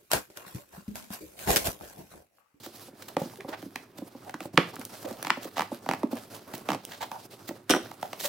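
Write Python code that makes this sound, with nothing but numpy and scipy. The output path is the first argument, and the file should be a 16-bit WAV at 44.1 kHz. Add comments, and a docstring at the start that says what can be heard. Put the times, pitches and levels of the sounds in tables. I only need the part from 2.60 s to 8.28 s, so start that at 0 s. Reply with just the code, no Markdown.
"""Hands turn a stiff cardboard box on a wooden table, close by in a small room: skin and board rub, the hollow
box bumps in its damped low modes, and the board breaks in single snaps, fibre rasps and stick-slip creaks.
Scissors then cut along the edge in runs of snaps, each one a noise crack, a ringing flap and hollow box modes;
the blades click in noise. Late on the scissors drop, ringing in steel modes and drumming on the wood,
and at the end a flap starts to tear off in a grainy rasp. Faint room air lies under it all."""
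import sys
import numpy as np
from scipy import signal
from scipy.fft import rfft, irfft
from scipy.io import wavfile

SR = 44100
rng = np.random.default_rng(int(sys.argv[2]) if len(sys.argv) > 2 else 0)


def pcm_store(signal):
    """Save signal as 16-bit PCM."""
    levels = np.round(np.clip(np.atleast_2d(signal), -1, 1) * 32767)
    wavfile.write(sys.argv[1], SR, levels.astype(np.int16).T)


N = 250488
SIZE = 16384  # samples in one short sound
AGE = np.arange(SIZE) / SR  # seconds since a short sound began
CRACK_REF_DB = -36.5  # an average crack

# Spectrum of breaking board. Each row: frequency in Hz, level in dB.
CRACK_SPECTRUM = [(80, -69.5), (400, -22), (900, -4), (1400, -4), (2000, 2.5), (3000, -0.5), (4200, -1),
                  (5500, 0), (8000, -4), (16000, -3)]
# Spectrum of rasping and ticking fibres. Each row: frequency in Hz, level in dB.
FIBRE_SPECTRUM = [(300, -16), (700, 3), (1300, -4), (1900, 0), (2400, -5.5), (3200, -1), (4300, -0.5),
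                  (5600, -3), (7000, -1.5), (10000, -6), (16000, 3)]


def from_db(db):
    """Decibels to gain."""
    return 10 ** (np.asarray(db) / 20)


def rms_one(x):
    """Scale to rms 1."""
    return x / np.sqrt(np.mean(x ** 2) + 1e-20)


def blow(x, db):
    """Give a short sound the energy of 10 ms at the level db."""
    blow_s = 0.01
    return from_db(db) * x / np.sqrt(np.mean(x ** 2) * x.shape[-1] / (blow_s * SR) + 1e-20)


def freqs(size):
    """Frequencies of a real transform in Hz, kept above zero."""
    return np.maximum(np.fft.rfftfreq(size, 1 / SR), 1)


def at_hz(points, hz):
    """Read a table on a log-frequency axis."""
    f, value = np.transpose(points)
    return np.interp(np.log(hz), np.log(f), value)


def add(out, s, x):
    """Mix a sound in at s seconds."""
    start = max(int(s * SR), 0)
    out[:, start:start + x.shape[-1]] += x[..., :N - start]


def high_pass(x, hz):
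    """Remove the bass below hz."""
    return signal.sosfilt(signal.butter(4, hz, "high", fs=SR, output="sos"), x)


def colour(x, spectrum, tilt_db=0):
    """Causal (minimum-phase) filter with a spectrum and a tilt in dB per octave above a knee."""
    knee_hz = 2070  # blunt contacts and slow breaks lose their treble above this
    size = x.shape[-1]
    hz = freqs(size)
    octaves = np.log2(1 + (hz / knee_hz) ** 4) / 4
    level_db = at_hz(spectrum, hz) + tilt_db * octaves
    # Folding the cepstrum onto positive time gives minimum phase.
    cepstrum = irfft(np.log(from_db(level_db)), size)
    cepstrum[1:size // 2] *= 2
    cepstrum[size // 2 + 1:] = 0
    return irfft(rfft(x) * np.exp(rfft(cepstrum)), size)


def spread(pair):
    """Two unrelated signals become left and right, alike in the bass and less so in the treble."""
    # Likeness of the two channels. Each row: frequency in Hz, correlation from 0 to 1.
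    likeness = [(100, 1), (400, 0.95), (1000, 0.4), (2500, 0.71), (5000, 0.57), (15000, 0.39)]
    size = pair.shape[-1]
    mid, side = rfft(pair)
    alike = np.clip(at_hz(likeness, freqs(size)), 0, 1)
    return irfft(np.sqrt(1 + alike) * mid + np.sqrt(1 - alike) * side * [[1], [-1]], size)


def drift(rate, size):
    """Slow random line about 0 through normal values, rate of them a second."""
    knots = np.arange(size) * rate / SR
    return np.interp(knots, np.arange(N // 40), rng.standard_normal(N // 40))


def grains(per_s, size_db, smooth, size):
    """Fibres letting go: random clicks of uneven size over a bed of fine friction."""
    born = rng.random(size) < per_s / SR
    strength = from_db(size_db * np.minimum(rng.exponential(1, size), 4))
    clicks = born * strength * rng.standard_normal((2, size))
    return spread(rms_one(clicks) + smooth * rng.standard_normal((2, size)))


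def ring(hz, t60):
    """A struck mode: a sine that falls by 60 dB in t60 seconds."""
    return np.sin(2 * np.pi * hz * AGE) * from_db(-60 * AGE / t60)


def strike(modes, uneven_db, detune=0):
    """Every blow meets the modes with strengths, pitches and signs of its own."""
    total = 0
    for hz, db, t60 in modes:
        strength, pitch, sign = rng.uniform(-1, 1, 3)
        gain = np.sign(sign) * from_db(db + uneven_db * strength)
        total = total + gain * ring(hz * (1 + detune * pitch), t60)
    return total


def crack(spectrum, tilt_db, t60):
    """A very short burst of breaking or contact noise, with its deepest peaks and notches evened out."""
    burst = rfft(spread(rng.standard_normal((2, SIZE))) * from_db(-60 * AGE / t60))
    evened = irfft(burst / np.sqrt(abs(burst) + 1e-9), SIZE)
    return colour(evened * (AGE < AGE[-1] / 2), spectrum, tilt_db)


def bend(x, delay_s):
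    """Bending waves in board run faster at high pitch: a click becomes a falling chirp; delay_s is at 1 kHz."""
    phase = 4 * np.pi * delay_s * np.sqrt(1000 * freqs(SIZE))
    return irfft(rfft(x) * np.exp(-1j * phase), SIZE)


def panel(hz, cycles, upper_db):
    """A damped sheet of board: one broad mode and two weaker ones above it; t60 lasts cycles periods."""
    t60 = cycles / hz
    upper = strike([(hz * 1.41, 0, t60), (hz * 1.934, -4, 0.6 * t60)], uneven_db=0.5, detune=0.12)
    return high_pass(ring(hz, t60) + from_db(upper_db) * upper, hz * 0.53)


def hollow(hz, focus_db):
    """The box rings most near hz, by focus_db per octave; the grip detunes it from blow to blow."""
    # Modes of the hollow box. Each row: frequency in Hz, level in dB, t60 in seconds.
    box_modes = [(113.6, -14, 0.045), (183.8, -0.5, 0.13), (222.5, 0.5, 0.08), (273, 2, 0.11),
                 (327, 2, 0.076), (366.4, 0, 0.07), (445, 1, 0.062)]
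    modes = [(f, db - focus_db * abs(np.log2(f / hz)), t60) for f, db, t60 in box_modes]
    return high_pass(strike(modes, uneven_db=4.5, detune=0.016), 115)


def snaps():
    """Single breaks and those of the cuts: fibres splinter first, then the board snaps."""
    # Single breaks of the board. Each row: start in seconds, flap level in dB, flap pitch in Hz,
    # hollow box level in dB, crack level in dB.
    single_breaks = [(0.5675, -27, 760, -28, -36), (0.807, -43.5, 1900, -50, -52),
                     (1.0264, -46, 567, -38, -53.5), (1.158, -37, 800, -42, -38.5),
                     (1.159, -38, 2000, -55, -52), (1.6952, -41.5, 907, -51, -46),
                     (1.7418, -35, 1060, -36, -44), (1.8053, -37, 740, -37.5, -42),
                     (1.9759, -14.5, 1255, -22, -15), (1.9819, -21.5, 530, -19.5, -52),
                     (2.1653, -42.5, 1330, -46, -58), (2.2139, -44, 920, -57, -45.5),
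                     (2.699, -31.5, 1135, -49, -46), (2.7033, -19.5, 956, -34, -21),
                     (3.2625, -34, 740, -40, -52.5), (3.4326, -28, 606, -50, -48),
                     (3.5696, -43, 710, -51, -48), (3.9377, -37.5, 653, -35.5, -44),
                     (4.5157, -34.5, 836, -47, -44), (4.8907, -40, 620, -33, -41),
                     (5.315, -41.5, 800, -59, -50), (5.4285, -29, 710, -50, -40.5),
                     (5.5312, -36, 680, -50.5, -38)]
    average_db, follows = -41, 0.65  # splintering at an average crack; share of the crack's swing it follows
    lead_s = 0.004
    out = np.zeros((2, N))
    for s, flap_db, flap_hz, box_db, crack_db in [*single_breaks, *cuts()]:
        add(out, s - 0.0003, snap(flap_db, flap_hz, box_db, crack_db))
        splinter_db = average_db + follows * (crack_db - CRACK_REF_DB)
        add(out, s - lead_s, splinter(splinter_db, tilt_db=-13.0, lead_s=lead_s, trail_s=0.0032))
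    return out


def cuts():
    """Closing blades break the board at an even pace, harder to a peak, then softer; a lesser snap follows each."""
    # Runs of snaps along the edge. Each row: time of the hardest snap in seconds, snaps before it,
    # snaps after it (rounded), gap in seconds, and levels in dB of flap, hollow box and crack.
    runs = [(2.6694, 2, 0, 0.021, -31.5, -38.5, -34), (2.994, 2, 1.5, .0128, -24.5, -36, -33),
            (3.2895, 0, 1.5, .0229, -24, -28.5, -33.5), (4.0884, 0, 4, .0146, -25.5, -28.5, -32.5)]
    bite_db, ease_db = 4, 2.33  # per snap: the cut builds up, then eases off
    flap_centre_hz, flap_scatter = 824, 0.17  # flap beside the blades; share by which its pitch varies
    lesser_db, lesser_spread_db = -12, 1.5  # lesser snap against the main one; how much it varies
    rows = []
    for s, before, after, gap_s, flap_db, box_db, crack_db in runs:
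        for k in range(-round(before), round(after) + 1):
            force_db = min(k * bite_db, -k * ease_db)
            late, luck = rng.uniform(0.25, 0.75), rng.uniform(-1, 1)
            lesser_force_db = force_db + lesser_db + lesser_spread_db * luck
            for step, db in (k, force_db), (k + late, lesser_force_db):
                flap_hz = flap_centre_hz * (1 + flap_scatter * rng.uniform(-1.2, 1))
                rows.append((s + step * gap_s, flap_db + db, flap_hz, box_db + db, crack_db + db))
    return rows


def snap(flap_db, flap_hz, box_db, crack_db):
    """One break cracks, flicks the cut flap and sets the box ringing; the bigger the break, the duller its crack."""
    average_tilt_db, dulling = -5, 0.37  # dB per octave for an average crack; tilt lost per dB of strength
    tilt_db = average_tilt_db - dulling * (crack_db - CRACK_REF_DB)
    box = blow(hollow(270, focus_db=4.5), box_db)
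    flap = blow(panel(flap_hz, cycles=9.4, upper_db=-5.5), flap_db)
    tear = blow(crack(CRACK_SPECTRUM, tilt_db, t60=0.0096), crack_db)
    return bend(box + flap + tear, delay_s=0.000978)


def splinter(db, tilt_db, lead_s, trail_s):
    """Single fibres give way in a swell of lead_s seconds up to a break, then die away after it."""
    swell = np.minimum(AGE / lead_s, 1) ** 2 * np.exp(-np.maximum(AGE - lead_s, 0) / trail_s)
    fibres = swell * grains(per_s=3600, size_db=7, smooth=0.5, size=SIZE)
    return blow(colour(fibres, CRACK_SPECTRUM, tilt_db), db)


def knocks():
    """Soft contacts reach only the low modes of the box and its panels; the thud swells as the box gives."""
    # Bumps of the box on the table or a hand. Each row: start in seconds, thud level in dB, thud pitch in Hz,
    # panel level in dB.
    bumps = [(0.064, -41.5, 328, -43.5), (0.284, -49.5, 290, -48), (0.33, -49.5, 242, -60),
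             (0.568, -41, 254, -25), (0.615, -29.5, 217, -29.5), (0.655, -35, 262, -51),
             (0.847, -37.5, 329, -38), (0.885, -34, 344, -37.5), (1.06, -35.5, 260, -57),
             (1.384, -39.5, 239, -45.5), (1.419, -33.5, 240, -42.5), (1.55, -39.5, 282, -45.5),
             (1.854, -36, 287, -37.5), (1.939, -34, 236, -46), (2.189, -35, 271, -44.5),
             (2.445, -34.5, 291, -36.5), (2.509, -36.5, 272, -37), (2.772, -35.5, 257, -37.5),
             (2.852, -35.5, 343, -39), (3.117, -30.5, 262, -32.5), (3.434, -20, 266, -46),
             (3.529, -26, 259.3, -33), (4.15, -42, 304, -37), (4.908, -37, 293, -38.5),
             (5.645, -42, 330, -44)]
    wall_hz, wall_scatter = 552.5, 0.035  # side wall of the box; share by which the grip detunes it
    soft = signal.butter(2, 1300, fs=SR, output="sos")
    give = (1 - np.exp(-AGE / 0.0051)) * from_db(-60 * AGE / 0.26)  # the holding hand damps the ring
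    out = np.zeros((2, N))
    for s, thud_db, thud_hz, panel_db in bumps:
        panel_hz = wall_hz * (1 + wall_scatter * rng.uniform(-1, 1))
        thud = blow(give * signal.sosfilt(soft, hollow(thud_hz, focus_db=17.5)), thud_db)
        wall = blow(signal.sosfilt(soft, panel(panel_hz, cycles=20.0, upper_db=-5)), panel_db)
        add(out, s - 0.001, bend(thud + wall, delay_s=0.000994))
    return out


def rasps():
    """Short strokes of dense fibre crackle that swell and let go."""
    # Fibres rasp and tear. Each row: start in seconds, length in seconds, level in dB,
    # treble tilt in dB per octave.
    strokes = [(0.027, 0.039, -42, -1.5), (0.151, 0.019, -45, 1), (0.417, 0.025, -46.5, -3),
               (0.483, 0.01, -39, -1.5), (0.588, 0.058, -43.5, -2.5), (0.802, 0.014, -42, -19),
               (0.884, 0.013, -35.5, -6), (0.925, 0.024, -35, -15), (1.374, 0.016, -41, -2),
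               (2.448, 0.013, -38.5, -5.5), (2.819, 0.039, -39.5, -2), (2.958, 0.033, -38, -6),
               (3.745, 0.014, -41, -3), (3.932, 0.028, -41.5, -1.5), (4.305, 0.049, -41.5, -6.5),
               (4.403, 0.041, -37.5, -6.5), (4.873, 0.021, -39, -1), (5.634, 0.041, -29.5, -1.5)]
    out = np.zeros((2, N))
    for s, length, db, tilt_db in strokes:
        stroke = np.interp(AGE / max(length, 0.004), [0, 0.3, 0.8, 1.35], [0, 1, 1, 0])
        flutter = from_db(4.6 * drift(209, SIZE))
        crackle = grains(per_s=2600, size_db=2.0, smooth=1.0, size=SIZE) * flutter
        add(out, s - 0.002, from_db(db) * stroke * rms_one(colour(crackle, FIBRE_SPECTRUM, tilt_db)))
    return out


def creaks():
    """Board sticks and slips: uneven slips pluck a panel again and again."""
    # Creaks at a panel resonance. Each row: start in seconds, length in seconds, level in dB, pitch in Hz.
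    slow_slips = [(0.778, 0.032, -41.5, 390), (1.644, 0.063, -43.5, 750), (2.443, 0.04, -33.5, 568),
                  (2.485, 0.088, -48, 620), (2.619, 0.068, -49, 835), (4.407, 0.037, -34, 870),
                  (4.508, 0.068, -39.5, 874), (5.425, 0.036, -37, 750), (5.638, 0.031, -34.5, 584)]
    out = np.zeros((2, N))
    for s, length, db, hz in slow_slips:
        stroke = np.interp(AGE / max(length, 0.004), [0, 0.2, 0.75, 1.2], [0.17, 0.68, 1.0, 0.0051])
        slips = grains(per_s=900, size_db=1, smooth=0.6, size=SIZE)
        plucked = panel(hz, cycles=18, upper_db=-22.5)[None]
        sound = signal.fftconvolve(slips, plucked, axes=1)[:, :SIZE]
        add(out, s, from_db(db) * stroke * rms_one(sound))
    return out


def scissors():
    """Held blades only tick; dropped, they chatter against each other, ring and drum on the table."""
    # The blades touch each other. Each row: start in seconds, level in dB.
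    blade_clicks = [(0.2218, -59), (2.157, -42.5), (2.1954, -43.5), (2.2518, -35), (2.6282, -34),
                    (3.5545, -46.5), (3.98, -44), (4.2512, -35.5), (5.4134, -50)]
    # The scissors land and bounce. Each row: start in seconds, then levels in dB of the steel
    # (before the trims below), the plastic handle and the table.
    landings = [(5.0951, -29.5, -39, -53), (5.0984, -22, -29, -18.5), (5.1065, -18.5, -44, -18.5),
                (5.1131, -26, -40, -25.5), (5.1366, -37, -22.5, -21), (5.148, -37, -35, -24.5),
                (5.162, -38.5, -36.5, -22.5)]
    # Modes of the steel. Each row: frequency in Hz, level in dB, t60 in seconds.
    steel_modes = [(1443, -3, .1), (1523, -2, .12), (1766, -4, .13), (1900, -6, .12), (2003, -6, .13),
                   (2720, -4, .12), (3085, -2, .14), (3182, -5, .13), (3343, -7, .17), (3618, -3, .14),
                   (3951, -9, .2), (5280, -4, .11), (5430, -2, .11), (5690, -5, .19), (5820, -4, .15),
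                   (6072, -11, .18), (7800, -12, .17), (8050, -9, .15), (8742, -8, .14), (8900, -7, .14),
                   (9658, -11, .14), (11200, -9, .14), (13030, -14, .13), (14220, -15, .13)]
    # Modes of the wooden table. Each row: frequency in Hz, level in dB, t60 in seconds.
    table_modes = [(180, -11, .08), (235, -5, .07), (272, -3, .08), (326, 0, .14), (356, -1, .14),
                   (404, -4, .07), (528, -3, .1), (631, -4, .06), (735, -3, .06), (850, -5, .05),
                   (1010, -7, .05), (1220, -4, .05)]
    # Spectrum of steel touching. Each row: frequency in Hz, level in dB.
    tick_spectrum = [(500, -7), (1500, -2.5), (3200, 7.5), (4500, 1.5), (5700, 8), (7000, 0.5), (9000, 7),
                     (12000, 1), (16000, 2.5)]
    out = np.zeros((2, N))
    for s, db in blade_clicks:
        add(out, s, blow(crack(tick_spectrum, tilt_db=3.5, t60=0.0071), db))
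    for s, steel_db, handle_db, table_db in landings:
        steel = spread(np.array([strike(steel_modes, uneven_db=2, detune=0.002) for _ in range(2)]))
        rattle = grains(per_s=2000, size_db=5.0, smooth=0.66, size=SIZE) * from_db(-60 * AGE / 0.063)
        chatter = colour(rattle, tick_spectrum, tilt_db=-8.0)
        contact = crack(tick_spectrum, tilt_db=-1.5, t60=0.013)
        handle = blow(panel(1460, cycles=17, upper_db=-8), handle_db)
        wood = high_pass(strike(table_modes, uneven_db=2, detune=0.025), 170)
        add(out, s, blow(steel, steel_db - 6.5) + blow(chatter, steel_db - 4) + blow(contact, steel_db - 3))
        add(out, s, bend(handle + blow(wood, table_db), delay_s=0.00078))
    return out


def crinkle(hiss_db):
    """While the board is handled, lone fibres tick now and then, more often under firm rubbing."""
    per_s, full_rate_hiss_db = 26, -50  # most ticks a second, reached at this level of skin hiss
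    weakest_db, range_db = -1, 5  # weakest tick relative to the hiss; how much stronger a tick can be
    out = np.zeros((2, N))
    for when, size, sharpness, luck in rng.random((round(per_s * N / SR), 4)):
        level_db = hiss_db[int(when * N)]
        if luck < from_db(level_db - full_rate_hiss_db):
            tick = crack(FIBRE_SPECTRUM, -5 * sharpness, t60=0.008)
            add(out, when * N / SR, blow(tick, level_db + weakest_db + range_db * size ** 2))
    return out


def friction():
    """Rub and hiss levels in dB: each slide swells, holds and dies back to the grip, which sinks in the pauses."""
    # A hand or the box slides. Each row: start in seconds, length in seconds, panel rub level in dB,
    # skin hiss level in dB.
    slides = [(0.0, .29, -57.5, -53), (0.368, 0.12, -60.5, -56), (0.577, 0.2, -53.5, -53.5),
              (0.877, .07, -44, -54), (0.97, .06, -52, -54), (1.04, .19, -58, -60.5),
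              (1.37, 0.28, -57.5, -66), (1.626, 0.082, -52, -56), (1.812, 0.042, -48.5, -49),
              (1.928, 0.18, -49.5, -53.5), (2.13, 0.14, -51.5, -55), (2.29, .14, -50, -49.5),
              (2.473, 0.083, -46, -49), (2.58, 0.31, -52, -55.5), (2.96, 0.096, -53, -57),
              (3.112, 0.051, -47, -51.5), (3.24, .1, -52.5, -56), (3.415, .05, -48.5, -59),
              (3.51, 0.14, -49.5, -51.5), (3.7, 0.087, -48, -50.5), (3.874, 0.14, -48.5, -55),
              (4.052, 0.1, -45, -53), (4.292, 0.37, -56, -54.5), (4.703, 0.062, -55.5, -53.5),
              (4.831, 0.057, -55, -56), (5.222, 0.12, -51.5, -55.5), (5.412, 0.48, -53, -53),
              (5.594, 0.074, -49, -37.5)]
    # The fingers lift off the box. Each row: start in seconds, length in seconds.
    pauses = [(0.314, 0.033), (1.243, 0.11), (1.879, 0.05), (3.194, 0.029), (4.665, .035), (4.98, .1)]
    attack_s, release_s = 0.013, 0.018  # swell around the start; time constant of dying away
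    pause_db, pause_fade_s = -8, 0.013  # how far the hiss sinks (the rub by half), and how fast
    t = np.arange(N) / SR
    rub, hiss = from_db(-57.5), from_db(-60.5)  # fingers shifting as they hold the box
    for s, length, rub_db, hiss_db in slides:
        swell = np.clip((t - s) / attack_s + 0.5, 0, 1)
        stroke = swell * np.exp(-np.maximum(t - s - length, 0) / release_s)
        rub = np.maximum(rub, from_db(rub_db) * stroke)
        hiss = np.maximum(hiss, from_db(hiss_db) * stroke)
    lifted = 0
    for s, length in pauses:
        lifted = lifted + np.clip(np.minimum(t - s, s + length - t) / pause_fade_s + 0.5, 0, 1)
    return 20 * np.log10(rub) + 0.5 * pause_db * lifted, 20 * np.log10(hiss) + pause_db * lifted


def sliding(rub_db, hiss_db):
    """Skin and board rub unevenly: hollow rumble, panel noise and a fine grainy hiss."""
    # Spectrum of the hollow rumble. 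Each row: frequency in Hz, level in dB.
    rumble_spectrum = [(30, -19.5), (70, -26), (105, 4.5), (145, -3.5), (200, -0.5), (290, 1), (400, 0),
                       (600, -31), (1200, -32.5)]
    # Spectrum of the rubbed panel. Each row: frequency in Hz, level in dB.
    rub_spectrum = [(200, -37.5), (400, 2), (560, 5.5), (850, 1), (1300, -1.5), (2000, -11), (2800, -15.5),
                    (6000, -66.5)]
    # Spectrum of the skin hiss. Each row: frequency in Hz, level in dB.
    hiss_spectrum = [(1000, -27.5), (2300, -5), (3400, -2.5), (5000, -1), (7000, -6.5), (10000, -5),
                     (13000, -4), (16000, -8)]
    average_db, follows = -53.5, 0.45  # rumble under average rubbing; share of the rub's swing it follows
    rumble_db = average_db + follows * (rub_db - rub_db.mean())
    catch = drift(50, N)
    box = grains(per_s=490, size_db=-2.5, smooth=0.83, size=N)
    rumble = from_db(rumble_db + 1.6 * catch) * rms_one(colour(box, rumble_spectrum))
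    board = grains(per_s=1000, size_db=3, smooth=1.42, size=N)
    rub = from_db(rub_db + 3.8 * catch) * rms_one(colour(board, rub_spectrum))
    skin = grains(per_s=2000, size_db=3, smooth=2.2, size=N)
    hiss = from_db(hiss_db + 3.2 * catch) * rms_one(colour(skin, hiss_spectrum))
    return rumble + wander(rub + hiss, depth_db=2.4, rate=35)


def wander(x, depth_db, rate):
    """As the contact moves over the board, each half octave swells and fades by itself."""
    centres = np.geomspace(500, 16000, 11)
    spectrum, place = rfft(x), np.log(freqs(N))
    total = 0
    for share in np.eye(len(centres)):
        band = irfft(spectrum * np.interp(place, np.log(centres), share), N)
        total = total + band * from_db(depth_db * drift(rate, N))
    return total


def room(x):
    """Dense reflections that die away octave by octave."""
    # Decay of the small room. Each row: frequency in Hz, t60 in seconds.
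    room_t60 = [(150, 0.29), (500, 0.21), (1500, 0.24), (4000, 0.36), (14000, 0.23)]
    # Spectrum of the reflections. Each row: frequency in Hz, level in dB.
    room_colour = [(60, -1.5), (200, -2), (500, -1.5), (1000, -3), (2500, -2.5), (5000, -4), (9000, -4),
                   (16000, -2.5)]
    hz, tail = freqs(SIZE), 0
    noise = rfft(spread(rng.standard_normal((2, SIZE))))
    centres = np.geomspace(125, 16000, 8)
    for centre, share in zip(centres, np.eye(len(centres))):
        band = irfft(noise * np.interp(np.log(hz), np.log(centres), share), SIZE)
        tail = tail + band * from_db(-60 * AGE / at_hz(room_t60, centre))
    tail = tail * np.clip((AGE - 0.002) / 0.0026, 0, 1)  # reflections set in after 2 ms
    tail = colour(rms_one(tail) / np.sqrt(SIZE), room_colour)
    return signal.fftconvolve(x, tail, axes=1)[:, :N]


def room_air():
    """The quiet room: steady noise with a spectrum of its own."""
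    # Spectrum of the room air. Each row: frequency in Hz, level in dB.
    air_spectrum = [(25, -10), (60, -8.5), (105, 8), (200, -13.5), (500, -12), (1500, -7), (5000, -20),
                    (16000, -55)]
    return from_db(-66.5) * rms_one(colour(spread(rng.standard_normal((2, N))), air_spectrum))


def scene():
    """The work on the table, a little to the right of the microphones, in a quiet room."""
    room_db, left_db, right_db = -6.5, -1.2, 1.1
    rub_db, hiss_db = friction()
    work = snaps() + knocks() + rasps() + creaks() + scissors() + crinkle(hiss_db)
    left, right = work + from_db(room_db) * room(work) + sliding(rub_db, hiss_db) + room_air()
    lag_s = 0.000012  # the sound reaches the left side later
    left = irfft(rfft(left) * np.exp(-2j * np.pi * freqs(N) * lag_s), N)
    return np.array([from_db(left_db) * left, from_db(right_db) * right])


def record(dry):
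    """The hardest peaks are rounded off and the treble is cut steeply."""
    peak, cutoff_hz = 0.93, 16000
    held = peak * dry / (1 + (dry / peak) ** 6) ** (1 / 6)
    return signal.sosfilt(signal.ellip(10, 0.1, 90, cutoff_hz, fs=SR, output="sos"), held)


dry = scene()
out = record(dry)
pcm_store(out)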